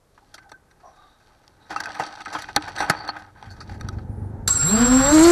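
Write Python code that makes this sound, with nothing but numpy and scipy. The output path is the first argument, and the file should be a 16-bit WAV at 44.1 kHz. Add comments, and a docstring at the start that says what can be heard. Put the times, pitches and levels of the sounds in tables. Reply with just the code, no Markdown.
"""A small four-rotor drone with a camera, heard through the camera's microphone.
First it is fingered, scraped and knocked: noisy contact forces ring the modes of its frame, and rubs creak on
single resonances. Then a distant engine idles, pulses through a resonant pipe, with wind noise on the microphone.
Last the speed controllers whistle, a switching tone with sidebands, and the propellers spin up: two rotor pairs
whose blade tones beat, over overtones, hum, hiss and wash. Faint air noise lies under it all."""
import sys
import numpy as np
from scipy.fft import rfft, irfft, next_fast_len
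from scipy.io import wavfile
from scipy.ndimage import map_coordinates

SR = 44100
rng = np.random.default_rng(int(sys.argv[2]) if len(sys.argv) > 2 else 0)


def materialize(psi):
    """Save the field psi as 16-bit PCM at rate SR to the path in sys.argv[1].

    A 1-D psi becomes a single channel; in a 2-D psi each row is a channel.
    """
    bounded = np.clip(np.atleast_2d(psi).T, -1, 1)
    quanta = np.round(bounded * 32767).astype(np.int16)
    wavfile.write(sys.argv[1], SR, quanta)


N = 234548

# scraping force, light until the frame is seized and tumbles:
# [t/s, relative pressure level/dB, relative treble grit level/dB]
SCRAPE_FORCE = [(0.0, -90, -106), (0.15, -72, -68.5), (0.4, -57, -67.5), (0.55, -66.5, -95),
                (0.88, -60.5, -69.5), (1.1, -60, -67), (1.69, -59.5, -70), (1.705, -38.5, -55),
                (2.0, -40.5, -48.5), (2.35, -42.5, -51.5), (2.47, -48.5, -53.5), (2.7, -39.5, -47),
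                (3.03, -32.5, -54), (3.09, -36.5, -64), (3.3, -54, -70.5), (3.7, -50.5, -61.5),
                (4.1, -55, -67)]
ARMED = 4.476  # s, controllers switch on


def amp(db):
    """Decibel law: the amplitude gain of a level in dB."""
    return 10 ** (np.asarray(db) / 20)


def unit(x):
    """Normalization: x at rms 1."""
    return x / np.sqrt(np.mean(x ** 2) + 1e-20)


def curves(rows):
    """Linear interpolation in time: one value per sample for each column after the time."""
    s, *cols = np.transpose(rows)
    return [np.interp(np.arange(N) / SR, s, c) for c in cols]


def wobble(rate):
    """Band-limited fluctuation: a smooth random curve with rate knots a second."""
    knots = rng.standard_normal(int(N * rate / SR) + 4)
    return map_coordinates(knots, [np.arange(N) * rate / SR])


def filtered(x, response):
    """Linear filtering: the spectrum of x times a complex response of frequency."""
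    m = next_fast_len(N + SR // 2)
    return irfft(rfft(x, m) * response(np.fft.rfftfreq(m, 1 / SR)), m)[..., :N]


def noise(spectrum):
    """Spectral shaping: white noise coloured by (f/Hz, level/dB) points, at rms 1."""
    f, db = np.transpose(spectrum)

    def colour(hz):
        return amp(np.interp(np.log(hz + 1), np.log(f + 1), db))

    return unit(filtered(rng.standard_normal(N), colour))


def gate(start, end, edge):
    """Linear envelope: up over edge seconds from start, down over edge seconds from end."""
    return np.interp(np.arange(N) / SR, [start, start + edge, end, end + edge], [0, 1, 1, 0])


def resonance(f, centre, width):
    """Damped oscillator: band-pass response with gain 1 at its centre."""
    return 1j * f * width / (centre * centre - f * f + 1j * f * width)


def frame(force, low_hz=None, high_hz=None, deep_db=-9):
    """Modal superposition: low, middle and high force parts ring modes, favoured near the two pitches."""
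    # resonances of frame and camera shell: [f/Hz, width/Hz, relative level/dB]
    frame_modes = [(113, 120, -13.5), (220, 79, -9), (304, 15.5, -8), (824, 98.5, 0.5), (1269.5, 50.5, 1.5),
                   (1518, 94, 3.5), (1932, 510, -5.5), (2525, 72, -6), (2740, 99, -12.5), (3226, 240, -10),
                   (3750, 516, -12), (4563, 357, -10), (5600, 290, -15.5), (6064, 396, -18),
                   (7710, 240, -26), (9370, 360, -27.5), (12400, 180, -38), (12700, 570, -50.5)]
    m = next_fast_len(force.shape[1] + SR // 10)
    f = np.fft.rfftfreq(m, 1 / SR)
    centre, width, db = np.transpose(frame_modes)[:, :, None]
    db = db + deep_db * (centre < 260)  # the slow bending modes need a hard blow
    if low_hz:
        db = db + 9 * sum(np.exp(-(np.log(centre / hz) / 0.088) ** 2) for hz in (low_hz, high_hz))
    signs = (-1.) ** np.arange(len(centre))[:, None]
    modes = (signs * amp(db) * resonance(f, centre, width)).sum(0)
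    low = 1 / (1 + 1j * f / 1000) ** 2
    middle = (1j * f / 1000) ** 2 * low / (1 + 1j * f / 3500) ** 2
    high = (1j * f / 3500 / (1 + 1j * f / 3500)) ** 3 / (1 + 1j * f / 11000) ** 2
    parts = modes * np.array([low, middle, high])
    parts = parts / np.sqrt(np.mean(np.abs(parts) ** 2, axis=1, keepdims=True))
    return irfft((rfft(force, m) * parts).sum(0), m)


def knocks():
    """Impact excitation: a crack and dying rattle of force; hard blows excite the deep modes more."""
    # knocks and ticks: [t/s, relative level/dB, relative thud level below 1 kHz/dB,
    # relative snap level above 3.5 kHz/dB, contact t60/s, most excited f/Hz]
    blows = [(0.1759, -51, 4, -6, 0.055, 1340), (0.3413, -27, -15, -3.5, 0.047, 1460),
             (0.379, -31.5, -12.5, -9.5, 0.044, 1740), (0.4923, -39, -18, -7.5, 0.04, 1530),
             (0.5156, -35.5, 0, -0.5, 0.033, 757), (0.7108, -44.5, -13, -5, 0.033, 614),
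             (1.478, -48, -5, 6, 0.011, 796), (1.702, -29, -3, -2.5, 0.12, 1720),
             (1.7606, -20, -2, -4.5, 0.021, 1240), (1.8023, -13.5, -16.5, -6.5, 0.026, 825),
             (1.8356, -27.5, -18, -2.5, 0.044, 1400), (1.8562, -17.5, -19, -11.5, 0.026, 1470),
             (1.9038, -24, -19, -21.5, 0.014, 1530), (1.9953, -21.5, 0, -5, 0.075, 950),
             (2.0206, -25.5, -1, -8, 0.044, 820), (2.0624, -28.5, -6, -3.5, 0.06, 940),
             (2.173, -27.5, -13, -21.5, 0.011, 1430), (2.2047, -23.5, -14, -10.5, 0.042, 1360),
             (2.217, -27, -16.5, -4, 0.017, 840), (2.2562, -19, -39, -12.5, 0.03, 1270),
             (2.3248, -21, -11, -8, 0.17, 795), (2.3487, -20.5, -1, -22.5, 0.066, 1270),
             (2.3844, -21.5, -13, -7, 0.082, 724), (2.4209, -25.5, -30, -1, 0.022, 1830),
             (2.4417, -21.5, -12, -32.5, 0.013, 1370), (2.4853, -27.5, -5.5, -11, 0.077, 720),
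             (2.5621, 1.5, -11, -2.5, 0.014, 1748), (2.565, -30.5, 11.5, -15, 0.052, 300.6),
             (2.6789, -23, -6, -11, 0.07, 790), (2.7616, -25, -14, -0.5, 0.029, 1730),
             (2.7789, -19, -23, -6, 0.15, 1660), (2.802, -8.5, -10.5, -9.5, 0.065, 840),
             (2.8175, -18.5, -5, -8.5, 0.14, 1090), (2.8973, 4, -10.5, -8.5, 0.032, 1590),
             (3.0767, -31, -0.5, 1, 0.02, 1670), (3.0879, -35, 11, 0, 0.034, 1100),
             (3.1642, -25, -35, -16.5, 0.039, 1570), (3.372, -45, -25, -13, 0.025, 1560),
             (3.4252, -45, 7, 6.5, 0.015, 950), (3.5024, -44, -2.5, -2, 0.15, 1530),
             (3.6026, -28.5, -11.5, -5.5, 0.089, 1200), (3.694, -30.5, -11, -11, 0.034, 1660),
             (3.8097, -24, -12.5, -5, 0.018, 1160), (3.8864, -19, -15, -3.5, 0.016, 1330),
             (3.9843, -37.5, -13, -25, 0.033, 1610)]
    out, t = np.zeros(N + SR), np.arange(SR // 8) / SR
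    contacts = blows + patter()
    rattle = rng.standard_normal((len(contacts), len(t)))
    upper_hz = rng.uniform(2210, 4640, len(contacts))  # upper pitch that a contact favours
    for (s, db, thud_db, snap_db, t60, low_hz), high_hz, grit in zip(contacts, upper_hz, rattle):
        decay = amp(db - 60 * t / max(t60, .003))
        onset = 1 - np.exp(-t / (0.035 * t60))
        crack = 1 + 1.12 * np.exp(-t / 0.00064)
        force = grit * decay * onset * crack * amp([[thud_db + 8.5], [0], [snap_db + 1.5]])
        ring = frame(force, low_hz, high_hz, deep_db=0.67 * (db + thud_db) + 3.5)
        out[round(s * SR):][:len(ring)] += ring
    return out[:N]


def patter():
    """Random point process: small stray contacts that follow the scraping pressure, as rows for knocks."""
    # [level over the scraping pressure/dB, relative thud level/dB, relative snap level/dB, contact t60/s]
    stray_touch = (9.5, -11, -8.5, 0.1)
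    span_s, per_s = 4, 8
    s, size, spot = rng.random((round(span_s * per_s), 3)).T
    s = span_s * s
    over_db, *touch = stray_touch
    db = curves(SCRAPE_FORCE)[0][(s * SR).astype(int)] + over_db + 8 * (size - .5)
    return [(a, b, *touch, 780 * 3.1 ** c) for a, b, c in zip(s, db, spot)]


def scraping():
    """Stick and slip: uneven clumps of grit, low and high parts loosely tied, with sparse treble ticks."""
    pressure_db, bright_db = curves(SCRAPE_FORCE)
    depth = np.clip((pressure_db + 75) / 25, .3, 1)  # a light touch slides smoothly
    shared = wobble(30) + 1.2 * wobble(14)
    clumps = [amp(depth * (2 * shared + 2 * wobble(45) + 4 * wobble(300))) for _ in range(3)]
    ticks = (rng.random(N) < 300 / SR) * rng.standard_normal(N)  # about 300 a second
    thud, rub = (unit(c * rng.standard_normal(N)) for c in clumps[:2])
    grit = unit(clumps[2] * (rng.standard_normal(N) + 14 * ticks))
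    force = np.array([thud * amp(pressure_db), rub * amp(pressure_db - 20.0), grit * amp(bright_db)])
    return frame(force)[:N] * gate(-1, 3.983, 0.11)


def creaks():
    """Frictional resonance: a rub settles on one mode, narrow noise that swells quickly and rings out."""
    # creaks and squeaks: [start t/s, t of decay to 1/e/s, f/Hz, width/Hz, relative level/dB]
    squeaks = [(0.208, 0.238, 816, 80, -55), (0.35, 0.457, 1527, 50, -60), (0.446, 0.488, 800, 80, -53.5),
               (0.522, 0.561, 1543, 50, -50), (0.826, 0.89, 710, 80, -44.5),
               (0.82, 0.892, 1060, 130, -49.5), (0.921, 1.06, 730, 60, -62), (0.941, 1.1, 1186, 60, -59),
               (0.879, 1.175, 3760, 300, -68), (1.578, 1.69, 3880, 400, -66),
               (0.827, 0.923, 5800, 300, -68), (1.757, 1.778, 2702, 30, -43),
               (1.99, 2.033, 2710, 30, -48.5), (2.947, 3.036, 4540, 180, -43),
               (3.083, 3.1, 4395, 150, -28.5), (3.095, 3.12, 2700, 30, -59), (3.494, 3.521, 4450, 150, -49),
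               (3.506, 3.53, 6060, 200, -61)]
    out = np.zeros(N + SR)
    for start, end, hz, width, db in squeaks:
        m = next_fast_len(round(3 * (end - start) * SR))
        f = np.fft.rfftfreq(m, 1 / SR)
        u = np.arange(m) / SR / (end - start)
        band = (1 + ((f - hz) / (width / 2)) ** 2) ** -.85
        tone = unit(irfft(rfft(rng.standard_normal(m)) * band, m))
        swell = (1 - np.exp(-(u / 0.34) ** 2)) * np.exp(-u ** 2)
        out[round(start * SR):][:m] += amp(db + 4.5) * tone * swell
    return out[:N]


def motors():
    """Beats and modulation: rotor pairs of unequal phase, a switching tone with sidebands, hiss and wash."""
    # rotors: [t/s, blade rate f/Hz, lead of the far pair over the near/blade passes]
    rotors = [(4.48, 0, -1.5), (4.53, 56, -1), (4.6, 103, -0.5), (4.65, 151, 0.1), (4.7, 196, 0.5),
              (4.785, 234, 1.5), (4.866, 247.5, 2.5), (4.94, 256.5, 3), (5.04, 270, 3.5),
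              (5.11, 297.5, 3.5), (5.155, 314, 4), (5.19, 312, 4), (5.25, 337, 4), (5.319, 350, 4)]
    # blade overtones: [multiple of blade rate, relative level/dB]
    overtones = [(3, -8), (4, -11.5), (5, -13.5), (6, -16), (7, -20), (8, -30)]
    # commutation lines: [multiple of switching rate, multiple of blade rate]
    sidebands = [(1, 6), (1, 21), (1, -21), (0, 21), (2, -21), (1, 10.5), (0, 13)]
    # the same lines, ahead of the shell's response: [relative level/dB, level change/(dB/s)]
    sideband_levels = [(-28, -59), (-39.5, -3.5), (-36.5, -48), (-46.5, 6.5), (-39, -39), (-41.5, -16),
                       (-43, 1)]
    # hum of the powered windings at fixed pitches: [f/Hz, mid level/dB]
    winding_hum = [(1403, -39.5), (1105, -47)]
    # hiss spectrum, also the shell's resonances: [f/Hz, relative level/dB]
    hiss_spectrum = [(1350, -44), (2300, -20.5), (2900, -34), (4000, -5.5), (4640, -7), (5120, -14.5),
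                     (5900, -7.5), (6970, -22), (7500, -3), (8350, -19.5), (8700, -16.5), (10700, -20),
                     (11700, -14.5), (14500, -42.5)]
    # propeller wash spectrum: [f/Hz, relative level/dB]
    wash_spectrum = [(18, -37), (30, 9), (224, -4), (279, -16), (450, -16), (572, -12.5), (657, -10.5),
                     (1430, -1), (2130, -14), (3500, -18.5), (4550, -19), (7700, -120)]
    # layers that grow with speed: [level at cruise/dB, rise per octave of speed/dB,
    # level at rest/dB, level of the jolt at switch-on/dB]
    tone_growth, overtone_growth = (-13, 14, -70, -70), (-25.5, 16.5, -70, -70)
    hiss_growth, wash_growth = (-40, 35, -36, -17.5), (-26, 13.5, -37, -21.5)
    weak_pair = 0.74  # gain of the farther pair over the nearer
    switch_hz = 7572
    whistle_settled_db, surge_db, surge_s = -22, 11, 0.11  # louder at first, decaying with this time constant
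    stutter_db, stutter_s, step_s, first_step = 17, .125, .046, 4.496  # gap depth, duration, period, first gap

    blade_hz, lead = curves(rotors)
    t = np.arange(N) / SR
    since = np.abs(t - ARMED)
    turns = 2 * np.pi * np.cumsum(blade_hz) / SR
    near, far = turns - np.pi * lead, turns + np.pi * lead

    def beat(k):
        return np.sqrt(2) * (np.sin(k * near) + weak_pair * np.sin(k * far)) / (1 + weak_pair)

    jitter = .15 * np.array([wobble(25) for _ in range(4)])
    each = np.array([near, near, far, far]) + jitter + rng.uniform(0, 7, (4, 1))
    chopped = each + .2 * np.array([wobble(70) for _ in range(4)])  # the blades cut unsteady air
    upper = sum(amp(db) * np.sin(k * chopped).sum(0) / np.sqrt(2) for k, db in overtones)
    blades = grows(tone_growth, blade_hz) * beat(1)
    blades = blades + grows(overtone_growth, blade_hz) * (beat(2) + upper)

    # start-up steps cut gaps in the whistle
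    steps = np.cos(np.pi * (t - first_step) / step_s) ** 4 * np.exp(-(since / stutter_s) ** 12)
    whistle_db = whistle_settled_db + surge_db * np.exp(-since / surge_s) - stutter_db * steps
    clock = 2 * np.pi * switch_hz * t + 1.3 * wobble(40)  # the switching phase wanders
    flutter = unit(amp(1.5 * wobble(45) + 2.85 * wobble(150)))
    whistle = amp(whistle_db) * np.sqrt(2) * flutter * np.sin(clock)

    lines = sum(amp(db + fade * since + 3.8 * wobble(50)) * np.sin(m * clock + k * each).sum(0)
                for (m, k), (db, fade) in zip(sidebands, sideband_levels))
    f, shell_db = np.transpose(hiss_spectrum)

    def shell(hz):
        floor_db = -15 - hz / 1100
        return amp(0.9 * (np.maximum(np.interp(hz, f, shell_db), floor_db) + 8.5))

    lines = filtered(lines, shell)  # loudest on the shell's resonances
    hum = sum(amp(db + 5.7 * wobble(30)) * np.sin(2 * np.pi * hz * t) for hz, db in winding_hum)
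    hiss = grows(hiss_growth, blade_hz) * amp(1.0 * wobble(67)) * noise(hiss_spectrum)
    wash = grows(wash_growth, blade_hz) * amp(1.8 * wobble(40)) * noise(wash_spectrum)
    return (blades + whistle + lines + hum + hiss + wash) * gate(ARMED, 9, 0.0013)


def grows(layer, blade_hz):
    """Power law of speed: parts for speed, rest and the switch-on jolt, added as powers to one gain."""
    cruise_hz, jolt_t60 = 250, 0.12  # blade rate of the cruise level; decay in s
    cruise_db, per_octave, rest_db, jolt_db = layer
    since = np.abs(np.arange(N) / SR - ARMED)
    speed_db = cruise_db + per_octave * np.log2(blade_hz / cruise_hz + 1e-3)
    parts = [speed_db, rest_db + 0 * since, jolt_db - 60 * since / jolt_t60]
    return np.linalg.norm(amp(parts), axis=0)


def engine():
    """Pulse excitation of a resonator: three unequal firings a cycle thump through the exhaust."""
    # low idle of a distant engine: [t/s, level/dB]
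    idle_level = [(3.3, -57.5), (3.5, -44.5), (3.8, -34), (4.1, -31), (4.5, -33), (4.9, -44)]
    # firings: [share of the cycle, relative mean level/dB]
    firings = [(0, 0), (0.331, -4.5), (0.671, -3.5)]
    # exhaust resonances: [f/Hz, width/Hz, relative level/dB]
    exhaust = [(47.3, 25.4, -8.5), (97.4, 14, 4), (227.4, 19, -9)]
    cycle_hz = 8.04
    cycles = 4.092 + np.arange(-7, 9)[:, None] / cycle_hz  # start times, s
    share, db = np.transpose(firings)
    late = rng.normal(0, 0.0031, (len(cycles), len(db)))  # s
    places = np.round((cycles + share / cycle_hz + late) * SR).astype(int)
    pulses = np.zeros(N)
    pulses[places] = amp(db + rng.normal(0, 2.4, (len(cycles), len(db))))

    def pipe(f):
        modes = sum((-1) ** k * amp(g) * resonance(f, c, w) for k, (c, w, g) in enumerate(exhaust))
        return modes / (1 + 1j * f / 700) ** 2

    thumps = filtered(pulses, pipe)
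    running = len(cycles) / cycle_hz * SR / N  # share of the time that holds firings
    return amp(curves(idle_level)[0]) * unit(thumps) * np.sqrt(running)


def outdoors():
    """Turbulence noise: lumpy wind on the microphone port, still air, and a brief faint harmonic buzz."""
    # wind on the microphone: [t/s, level/dB]
    wind_level = [(0.0, -69), (0.4, -60.5), (1.1, -71), (1.85, -54.5), (2.13, -63), (2.79, -44),
                  (3.3, -59.5), (3.7, -40.5), (4.4, -36), (5.32, -37.5)]
    # wind and air spectra: [f/Hz, relative level/dB]
    buffet_spectrum, air_spectrum = [(12, -42), (25, -13), (100, -3), (177, -14.5), (368, -16),
                                     (706, -27.5), (850, -20), (1060, -37), (1600, -35), (2600, -57.5),
                                     (5700, -120)], [(12, -43), (20, 10.5), (167, -5.5), (644, -5),
                                                     (803, -13.5), (1090, -9), (1210, -12.5), (2780, -24),
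                                                     (3760, -22.5), (6700, -24), (12300, -26), (14500, -38)]
    air_db = -61.5
    buzz_hz, buzz_db = 661, -77  # fundamental, level at the peak
    buzz_top_hz, buzz_slope = 9820, 3  # loudest near; loss in dB per kHz squared
    wind = amp(curves(wind_level)[0]) * unit(amp(0.83 * wobble(21.91)) * noise(buffet_spectrum))
    t = np.arange(N) / SR
    buzz = np.zeros(N)
    for hz in buzz_hz * np.arange(13, 19):
        db = buzz_db - buzz_slope * ((hz - buzz_top_hz) / 1e3) ** 2 + 3.9 * wobble(180)
        buzz += amp(db) * np.sqrt(2) * np.sin(2 * np.pi * hz * t)
    return wind + amp(air_db) * noise(air_spectrum) + buzz * gate(4.09, 4.305, 0.0066)


def scene():
    """Linear superposition: everything reaches the one microphone through air or frame."""
    return (knocks() + scraping() + creaks() + outdoors() + engine() + motors())[None]


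def record(dry):
    """Saturation and band limit: the input clips near half scale, dulls towards the top and stops there."""
    top_hz = 14700
    clipped = dry / (1 + np.abs(dry / 0.45) ** 8) ** (1 / 8)
    return filtered(clipped, lambda hz: (hz < top_hz) / (1 + (hz / 13900) ** 14))


dry = scene()
out = record(dry)
materialize(out)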